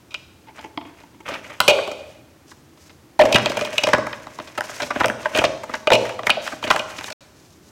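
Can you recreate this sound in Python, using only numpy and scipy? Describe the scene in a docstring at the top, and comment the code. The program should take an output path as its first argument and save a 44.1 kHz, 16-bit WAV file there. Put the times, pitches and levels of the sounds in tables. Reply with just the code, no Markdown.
"""Hard frozen fish fillets are tossed by hand in a large bowl on a stone counter in a live kitchen.
Each blow is a crunchy burst of force that drives damped modes of bowl and fillet and cracks the frost.
Slides rasp and hiss as streams of tiny slips; a seasoning tin is tapped beside them in the same way.
Echoes and a diffuse tail add the room, over a steady coloured noise bed.
The close microphone overloads on the hardest knocks, and the sound cuts out briefly near the end."""
import sys
import numpy as np
from scipy import signal
from scipy.fft import rfft, irfft, next_fast_len
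from scipy.io import wavfile

SR = 44100
rng = np.random.default_rng(int(sys.argv[2]) if len(sys.argv) > 2 else 0)


def put_to_file(sound):
    """Save the sound as 16-bit audio at rate SR, in the file named by the first command-line argument."""
    columns = np.atleast_2d(sound).T  # one column per channel
    safe = np.clip(columns, -1, 1)
    whole_steps = np.round(safe * 32767)
    wavfile.write(sys.argv[1], SR, whole_steps.astype(np.int16))


N = 340011
TIME = np.arange(N) / SR
KNOCK_SIZE = 6000  # samples that one blow lasts


def from_db(db):
    """Turn decibels into an amplitude factor."""
    return 10 ** (np.asarray(db) / 20)


def rms_one(x):
    """Scale a steady sound to an rms of one."""
    return x / np.sqrt(np.mean(x ** 2) + 1e-20)


def energy_one(x):
    """Scale a short sound to a total energy of one."""
    return x / np.sqrt(np.sum(x ** 2) + 1e-20)


def at_hz(points, hz):
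    """Read a curve on a log-frequency axis."""
    points = np.array(points)
    return np.interp(np.log(np.maximum(hz, 1)), np.log(points[:, 0]), points[:, 1])


def colour(x, spectrum):
    """Causal (minimum-phase) filter with the given spectrum."""
    size = 2 * next_fast_len(len(x))
    hz = np.arange(size // 2 + 1) * SR / size
    cepstrum = irfft(np.log(from_db(at_hz(spectrum, hz))))
    # folding the cepstrum forward in time makes the filter minimum-phase
    cepstrum[1:size // 2] *= 2
    cepstrum[size // 2 + 1:] = 0
    response = np.exp(rfft(cepstrum))
    return irfft(rfft(x, size) * response)[:len(x)]


# Steady kitchen background. Each row: frequency in Hz, relative level in dB per Hz.
AMBIENCE = [(25, -21.5), (60, -7), (78, 5.5), (90, 2), (115, 1.5), (205, -4), (325, 1), (420, -6.5),
            (700, -11.5), (1500, -15.5), (3600, -22), (6300, -23.5), (9000, -27.5), (16000, -30.5)]


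def kitchen_background():
    """Steady noise, heaviest in the bass, under everything else."""
    return from_db(-51) * rms_one(colour(rng.standard_normal(N), AMBIENCE))


def contact(length, crunch=0.84, touch=0.64, grain_db=4.5, bump_s=.0006, rise=0.11):
    """Force of one blow: a first touch, then icy bumps crush and let go."""
    t = TIME[:KNOCK_SIZE]
    age = t / max(length, 1e-4)
    bump = (t / max(bump_s, 1e-4)).astype(int)
    sizes = from_db(grain_db * np.clip(rng.standard_normal(KNOCK_SIZE), -2, 2))
    bumps = rng.standard_normal(KNOCK_SIZE) * sizes[bump]
    envelope = age ** abs(rise) * np.exp(-(age / 1.93) ** 1.82)
    force = crunch * energy_one(bumps * envelope)
    force[0] += touch * np.exp(-length / 0.0018)  # long contacts start softly
    return force


def ring(force, hz, t60):
    """One damped resonance, driven by the force; t60 is the time to fall 60 dB."""
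    r = 1000 ** (-1 / (max(t60, 1e-3) * SR))
    feedback = [1, -2 * r * np.cos(2 * np.pi * hz / SR), r * r]
    return signal.lfilter([1, 0, -1], feedback, force + 1e-18)


def body(force, modes, pitch=1, spread_db=2.0, detune=0):
    """Modes share the energy of a blow, a little differently at each point of contact."""
    chance = rng.standard_normal((len(modes), 2))
    total = np.zeros(len(force))
    for k, ((hz, db, t60), (level_chance, pitch_chance)) in enumerate(zip(modes, chance)):
        mode = energy_one(ring(force, hz * pitch * np.exp(detune * pitch_chance), t60))
        total += (-1) ** k * from_db(db + spread_db * level_chance) * mode  # signs alternate
    return energy_one(total)


def strike(rows, blow):
    """Place one blow per row at its time; each part's dB is its rms over 20 ms."""
    out = np.zeros(N + KNOCK_SIZE)
    for s, *columns in rows:
        start = int(s * SR)
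        out[start:start + KNOCK_SIZE] += blow(*columns)
    return np.sqrt(.02 * SR) * out[:N]


# The clear blows. Each row: start in seconds, thud of the bowl on the counter in dB, bowl base in dB,
# fillet clack in dB, rim in dB, clack pitch in Hz, contact length in seconds.
KNOCKS = [(.106, -61, -61, -53.5, -44, 940, 0.011), (.142, -53, -47.5, -38, -27.5, 1460, 0.0029),
          (1.292, -41.5, -30, -39, -45.5, 1190, 0.0021), (1.311, -36.5, -39, -36.5, -49, 1030, 0.017),
          (1.337, -59, -60, -37.5, -34, 2050, .0055), (1.442, -57, -64, -42.5, -46, 2070, .0048),
          (1.603, -36, -28.5, -8.5, -25, 1554, .0012), (1.679, -34, -4, -19, -3.5, 1150, 0.0017),
          (1.694, -32, -14.5, -26, -15, 950, .007), (1.786, -57, -26.5, -28, -41, 1110, .0037),
          (1.875, -42, -24.5, -43, -43, 1130, 0.003), (1.915, -52, -31.5, -39, -45, 1150, 0.0032),
          (2.515, -50, -81, -45, -61, 1186, 0.0034), (2.895, -52.5, -60, -50.5, -56.5, 1746, .0054),
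          (3.192, -29.5, -1, -20, -34, 939, 0.0019), (3.21, -27, -9, -12.5, -19.5, 863, 0.0046),
          (3.236, -22, -33, -30, -37.5, 950, 0.003), (3.325, -55.5, -30.5, -28.5, -21.5, 1020, 0.0027),
          (3.343, -14, -17.5, -33, -14.5, 1830, 0.0037), (3.357, -44, -33, -11.5, -13, 1164, 0.0026),
          (3.459, -33, -18.5, -27, -23, 960, 0.00089), (3.494, -27, -26.5, -49, -35, 1293, 0.0052),
          (3.519, -54, -54, -30.5, -44, 1730, 0.00037), (3.57, -41.5, -21, -31, -29.5, 1370, 0.0029),
          (3.592, -44.5, -51, -31, -40, 1420, .0017), (3.611, -33, -23, -32.5, -30, 1160, 0.0013),
          (3.648, -42, -30, -44, -30.5, 1580, 0.003), (3.728, -44, -29, -61, -37, 1100, 0.0033),
          (3.78, -38.5, -28.5, -37, -15.5, 1686, 0.0017), (3.835, -29, -21, -33, -21, 1450, 0.0027),
          (3.87, -33, -17, -25.5, -29, 1600, 0.0024), (3.887, -31.5, -25, -27, -41, 1780, 0.0019),
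          (3.932, -17.5, -15, -8, -25, 1400, 0.0026), (3.948, -31, -35, -21, -39, 1350, .0008),
          (3.982, -28.5, -27, -29, -48, 980, 0.0011), (4.066, -44, -38, -28.5, -45, 1060, 0.0032),
          (4.129, -62, -42, -32, -36.5, 1434, 0.0011), (4.269, -44, -45, -36.5, -56, 908, 0.00073),
          (4.387, -42, -43, -32.5, -48, 927, 0.0012), (4.399, -38, -36, -36, -45, 1110, 0.0017),
          (4.473, -54, -48, -49, -47, 1310, 0.0059), (4.576, -35, -27.5, -23, -46.5, 1141, 0.0044),
          (4.608, -44, -37, -23.5, -67, 1472, 0.00049), (4.692, -49, -37, -37.5, -50, 1515, .003),
          (4.8, -56.5, -36, -26.5, -34, 1300, 0.005), (4.82, -35.5, -27.5, -30.5, -31.5, 1448, 0.0074),
          (4.835, -37.5, -52, -41, -53, 1140, 0.0025), (4.904, -35, -30.5, -21.5, -38, 1164, 0.0055),
          (4.961, -28, -29.5, -27.5, -54, 1410, 0.00099), (5.007, -25.5, -23, -16.5, -33, 1065, .0033),
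          (5.033, -38, -37, -29, -34, 1420, 0.0022), (5.042, -38, -17.5, -17.5, -28, 1400, 0.0023),
          (5.059, -28, -23, -32, -35, 1196, 0.00038), (5.083, -43, -25, -35, -36, 1290, 0.00076),
          (5.099, -29.5, -29, -23, -49, 1340, 0.00098), (5.257, -47, -23, -20, -40, 1420, 0.0033),
          (5.348, -32, -21.5, -34, -24, 1150, 0.0022), (5.361, -56, -24, -56, -28, 1220, 0.0036),
          (5.374, -41, -21.5, -24, -48, 1527, 0.0016), (5.386, -20, -20, -26, -19, 1304, 0.0031),
          (5.416, -44.5, -23.5, -26, -39.5, 914, 0.0046), (5.439, -30, -13, -20.5, -23, 1331, 0.0034),
          (5.449, -29, -29, -30.5, -27.5, 910, 0.0036), (5.634, -47, -43, -31, -53, 940, 0.004),
          (5.694, -37, -41, -32, -59, 950, 0.0022), (5.738, -38.5, -32, -23.5, -38.5, 1350, 0.004),
          (5.872, -40, -15.5, -22.5, -21, 1200, 0.0017), (5.903, -34, -19, -20, -31, 1380, 0.0014),
          (5.917, -35.5, -5.5, -15.5, -15.5, 940, 0.0027), (5.93, -21, -13.5, -24, -15, 865, 0.0065),
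          (5.95, -36, -18, -30.5, -18, 920, 0.0039), (6.092, -47.5, -34, -35.5, -40, 1360, 0.0014),
          (6.191, -44, -31.5, -27.5, -43, 880, 0.0021), (6.233, -40.5, -32, -35.5, -42, 1300, 0.00065),
          (6.268, -33, -31, -16.5, -38, 1880, 0.0027), (6.295, -34, -40, -16.5, -32, 1460, 0.0017),
          (6.301, -33, -27.5, -24, -12, 980, 0.002), (6.371, -43, -22.5, -59, -49.5, 1144, 0.0019),
          (6.463, -54, -56, -33, -37, 1350, 0.0069), (6.476, -53.5, -44, -28, -37, 1440, 0.0013),
          (6.521, -35.5, -35.5, -31.5, -48, 1250, 0.0072), (6.639, -32, -29.5, -35, -27.5, 1560, 0.0025),
          (6.676, -35, -31.5, -32, -38, 1710, 0.0024), (6.703, -37, -20.5, -13.5, -19.5, 1001, 0.0037),
          (6.711, -30.5, -34, -9.5, -29, 1495, 0.0014), (6.743, -32, -23.5, -43, -49, 1000, .0066),
          (6.761, -48, -29, -21.5, -34, 1360, 0.0015), (6.793, -35.5, -28, -44, -25.5, 1140, 0.0016),
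          (6.983, -42, -46, -36.5, -36.5, 1500, .0051), (7.01, -45, -52, -35, -47, 1340, .0011),
          (7.042, -47, -63, -37, -38, 1590, 0.00086), (7.102, -49, -38.5, -38, -43, 1370, 0.0027),
          (7.122, -66, -43, -45.5, -42, 1348, 0.0021)]
# Bowl on the counter, then its base, both damped by the load.
# Each row: frequency in Hz, relative level in dB, t60 in seconds.
THUD_MODES = [(41.3, -15.5, 0.08), (66, -17, 0.086), (117, -4, 0.12), (165, -2.5, 0.014),
              (226.5, 1.5, 0.056), (340, 1.5, 0.03)]
BOWL_MODES = [(333.7, -14.5, 0.03), (424.5, -9, 0.024), (490, -5, 0.017), (555.6, -3, 0.046),
              (615.8, -0.5, 0.063), (655.8, -2.5, 0.028), (870, -11, 0.01)]
# Bowl rim. Each row: frequency in Hz, relative level in dB, t60 in seconds.
RIM_MODES = [(2277, -3, .012), (2456, 1, 0.038), (2623, -1, 0.036), (2710, -3.5, 0.0085),
             (2880, -1.5, 0.046), (3184, -4, 0.013), (3810, -10, .007), (4600, -10, 0.0089)]
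# A frozen fillet. Each row: ratio to the clack pitch, relative level in dB, t60 in seconds.
FILLET_MODES = [(.6, -2.5, 0.0083), (0.782, 1.5, 0.0053), (1.0, 1, 0.0086), (1.25, -1, 0.0087),
                (1.55, -8, 0.0028), (2.099, -14, 0.0054)]
# The bowl's wall, shaken by fillets that clack inside it.
# Each row: frequency in Hz, relative level in dB, t60 in seconds.
WALL_MODES = [(989, 2.5, 0.073), (1330, -12, 0.04), (1440, 1.5, 0.035), (1670, -8, 0.025),
              (2034, 5.5, 0.03)]
# Cracking frost. Each row: frequency in Hz, relative level in dB per Hz.
CRACK = [(2500, -22), (3800, 7.5), (5500, 3.5), (7500, -5), (10000, -14.5), (13000, -19.5), (16000, -24)]
# crack level at a rim level of 0 dB, dB gained per dB of rim, random swing either way in dB
CRACK_DB, CRACK_FOLLOWS, CRACK_SPREAD_DB = -13, 0.78, 8
CRACK_LIMIT_DB = -22.5  # there is only so much frost to crack


def knock(thud_db, bowl_db, clack_db, rim_db, pitch, length):
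    """A blow rings the fillet, the bowl's base, wall and rim, and cracks the frost."""
    force = contact(length)
    crack_db = CRACK_DB + CRACK_FOLLOWS * rim_db + CRACK_SPREAD_DB * rng.uniform(-1, 1)
    crack_db = min(crack_db, CRACK_LIMIT_DB)
    fillet = body(force, FILLET_MODES, pitch, detune=0.039)
    wall = from_db(-9.0) * body(force, WALL_MODES)
    return (from_db(thud_db) * body(force, THUD_MODES)
            + from_db(bowl_db) * body(force, BOWL_MODES, detune=0.013)  # the load shifts between blows
            + from_db(clack_db) * energy_one(fillet + wall)
            + from_db(rim_db) * body(force, RIM_MODES)
            + from_db(crack_db) * energy_one(colour(force, CRACK)))


# Seasoning tin, gripped and tipped on the counter.
# Each row: start in seconds, level in dB, contact length in seconds.
TIN_TAPS = [(.466, -45, 0.019), (.484, -45.5, 0.009), (.591, -39.5, 0.003), (.641, -34.5, 0.0079),
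            (.657, -49, 0.0074), (.775, -26.5, 0.0013), (.811, -39, 0.0045), (.851, -44, 0.0041),
            (1.035, -45.5, 0.0024), (1.14, -51.5, .0088), (1.203, -43.5, 0.0038)]
# The tin with its plastic lid. Each row: frequency in Hz, relative level in dB, t60 in seconds.
TIN_MODES = [(307.6, 0.5, 0.044), (392, -5.5, 0.0032), (680, -6.5, 0.052), (874, 1, 0.034),
             (980, -1, 0.014), (1400, -10.5, .01), (2140, -3, 0.008), (3150, -8, 0.0041),
             (5270, -18, 0.0022)]


def tin_tap(level_db, length):
    """The small tin gives a dull, hollow tap from its own damped modes."""
    return from_db(level_db) * body(contact(length), TIN_MODES)


# Each push of the hand slides the fillets. Each row: start in seconds, length in seconds,
# scrape in dB, frost hiss in dB; the rubbing mix later sits 3 dB under these levels.
SLIDES = [(0.539, 0.081, -43.5, -53), (0.845, 0.033, -44.5, -55.5), (0.952, 0.077, -50.5, -59),
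          (1.247, 0.098, -29.5, -44), (1.418, 0.11, -38, -48.5), (1.689, .18, -42.5, -46.5),
          (1.961, 0.18, -54, -58), (2.462, 0.049, -57, -47.5), (2.764, 0.11, -60, -52.5),
          (3.221, 0.24, -29.5, -44), (3.47, .44, -32.5, -42.5), (4.07, .1, -45, -51.5),
          (4.203, 0.37, -47.5, -51), (4.611, 0.26, -38.5, -41.5), (4.921, 0.14, -29.5, -40.5),
          (5.171, 0.24, -38.5, -47.5), (5.328, 0.056, -23, -32.5), (5.672, 0.084, -38, -44),
          (5.959, .14, -34.5, -46), (6.236, 0.044, -35, -41), (6.408, .12, -39, -38.5),
          (6.617, 0.11, -29.5, -34), (6.865, .22, -39.5, -40), (7.34, 0.21, -79.5, -54.5),
          (7.6, 0.081, -73, -56.5)]
SLIDE_ATTACK_S, SLIDE_RELEASE_DB_PER_S = .03, 188.5


def sliding():
    """Gains of scrape and frost hiss: every slide picks up speed, holds, then dies away."""
    scrape, frost = np.zeros((2, N))
    for start, length, scrape_db, frost_db in SLIDES:
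        attack = np.clip((TIME - start) / SLIDE_ATTACK_S, 0, 1)
        release = from_db(-SLIDE_RELEASE_DB_PER_S * np.clip(TIME - start - length, 0, 1))
        speed = attack * release
        scrape = np.maximum(scrape, speed * from_db(scrape_db))
        frost = np.maximum(frost, speed * from_db(frost_db))
    return scrape, frost


def flutter(rate):
    """Random values, rate of them a second, joined by straight lines; they make rasp and hiss flutter."""
    knots = rng.standard_normal(4000)
    return np.interp(TIME * rate, np.arange(len(knots)), knots)


def grains(per_s, size_db, clump_db, clump_rate, smooth):
    """Tiny slips of uneven size over a smooth hiss, both fluttering in level."""
    sizes = from_db(size_db * np.minimum(rng.exponential(1, N), 2)) * rng.choice([-1, 1], N)
    slips = rms_one(sizes * (rng.random(N) < per_s / SR))
    hiss = smooth * rng.standard_normal(N)
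    return (slips + hiss) * from_db(clump_db * np.clip(flutter(clump_rate), -2, 1))


# Rasp of the fillets, then hiss of the frost. Each row: frequency in Hz, relative level in dB per Hz.
SCRAPE = [(90, -13.5), (250, -1), (400, -2.5), (600, 3.5), (850, -1), (1500, 1.5), (2500, 2.5),
          (3500, -6.5), (5500, -40)]
FROST = [(2200, -8), (4000, -2), (6300, 1), (9000, -8.5), (12000, -12.5), (16000, -20.5)]


def rubbing(bowl_db=-19.5):
    """Sliding fillets rasp, which keeps the bowl faintly ringing; frost and seasoning hiss on top."""
    scrape_gain, frost_gain = sliding()
    slips = grains(per_s=600, size_db=5.5, clump_db=3.0, clump_rate=110, smooth=.45)
    bowl = from_db(bowl_db) * rms_one(body(slips, BOWL_MODES))
    rasp = rms_one(colour(slips, SCRAPE)) + bowl
    crystals = grains(per_s=1800, size_db=5.0, clump_db=5.0, clump_rate=75, smooth=.6)
    frost = colour(crystals, FROST)
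    return scrape_gain * rms_one(rasp) + frost_gain * rms_one(frost)


# clack level against the slide's scrape column, and how far chance moves it
JOSTLES_PER_S, JOSTLE_DB, JOSTLE_SPREAD_DB = 13, -2.5, 5
# thud, bowl and rim against the clack
JOSTLE_THUD_DB, JOSTLE_BOWL_DB, JOSTLE_RIM_DB = -11, -6, -8.5
# centre of the clack pitch, and contact length
JOSTLE_HZ, JOSTLE_CONTACT_S = 1370, 0.0036


def jostles():
    """Small knocks at uneven moments of the longer slides, stronger where the scrape is louder."""
    rows = []
    for start, length, scrape_db, _ in SLIDES:
        count = int(length * JOSTLES_PER_S)  # the shortest slides have none
        for k, (when, size, pitch) in enumerate(rng.uniform(-1.2, 1, (count, 3))):
            s = min(start + length * (k + .5 + .5 * when) / count, TIME[-1])
            db = scrape_db + JOSTLE_DB + JOSTLE_SPREAD_DB * size
            hz = JOSTLE_HZ * 2 ** (.5 * pitch)  # about half an octave either way
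            rows.append((s, db + JOSTLE_THUD_DB, db + JOSTLE_BOWL_DB, db, db + JOSTLE_RIM_DB,
                         hz, JOSTLE_CONTACT_S))
    return rows


# Kitchen decay. Each row: frequency in Hz, t60 in seconds.
ROOM_T60 = [(100, 1), (300, 0.63), (600, 0.82), (2500, 0.79), (5000, 0.74), (9000, 0.95), (15000, 1)]
# Strength of the reverberation. Each row: frequency in Hz, level in dB.
ROOM_DB = [(100, -5.5), (300, -4.5), (600, -7), (1200, -11.5), (2600, -14.5), (5000, -7.5), (9000, -10),
           (15000, -27)]
# Counter, cabinets and wall. Each row: delay in seconds, level in dB.
ECHOES = [(.0032, -20), (0.0102, -16), (0.0198, -28.5)]


def kitchen(x, build_up=0.005):
    """A few hard echoes and a diffuse tail of half-octave noise bands, each with its own decay."""
    t = TIME[:SR]
    edges = 50 * 2 ** (np.arange(18) / 2)
    white = rng.standard_normal((2, SR))
    response = np.zeros(SR)
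    for k, (low, high) in enumerate(zip(edges, edges[1:])):
        hz = np.sqrt(low * high)
        band_filter = signal.butter(2, [low, high], "band", fs=SR, output="sos")
        band = signal.sosfilt(band_filter, white[k % 2])  # neighbouring bands use different noise
        decay = np.exp(-np.log(1000) * t / at_hz(ROOM_T60, hz))
        swell = 1 - np.exp(-(t / build_up) ** 2)
        level = from_db(at_hz(ROOM_DB, hz)) * np.sqrt(2 * (high - low) / SR)
        response += level * energy_one(band * decay * swell)
    for delay, db in ECHOES:
        response[int(delay * SR)] += from_db(db)
    return signal.fftconvolve(x, response)[:N]


def scene():
    """Bowl and tin in their room, over the steady background of the kitchen."""
    blows = strike(KNOCKS, knock) + strike(TIN_TAPS, tin_tap)
    slides = from_db(-3.0) * rubbing() + strike(jostles(), knock)
    near = blows + slides
    return (near + kitchen(near) + kitchen_background())[None]


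# The moment of silence: one row of start in seconds, end in seconds.
DROPOUT = (7.13, 7.207)


def record(dry, top=0.54):
    """The microphone overloads with flat tops; the sound cuts out for a moment; the treble is cut."""
    clipped = dry / (1 + (dry / top) ** 8) ** (1 / 8)
    live = (TIME < DROPOUT[0]) | (TIME > DROPOUT[1])
    treble_cut = signal.ellip(10, .1, 90, 16000, fs=SR, output="sos")  # steep low-pass at 16 kHz
    return signal.sosfilt(treble_cut, clipped * live)


dry = scene()
out = record(dry)
put_to_file(out)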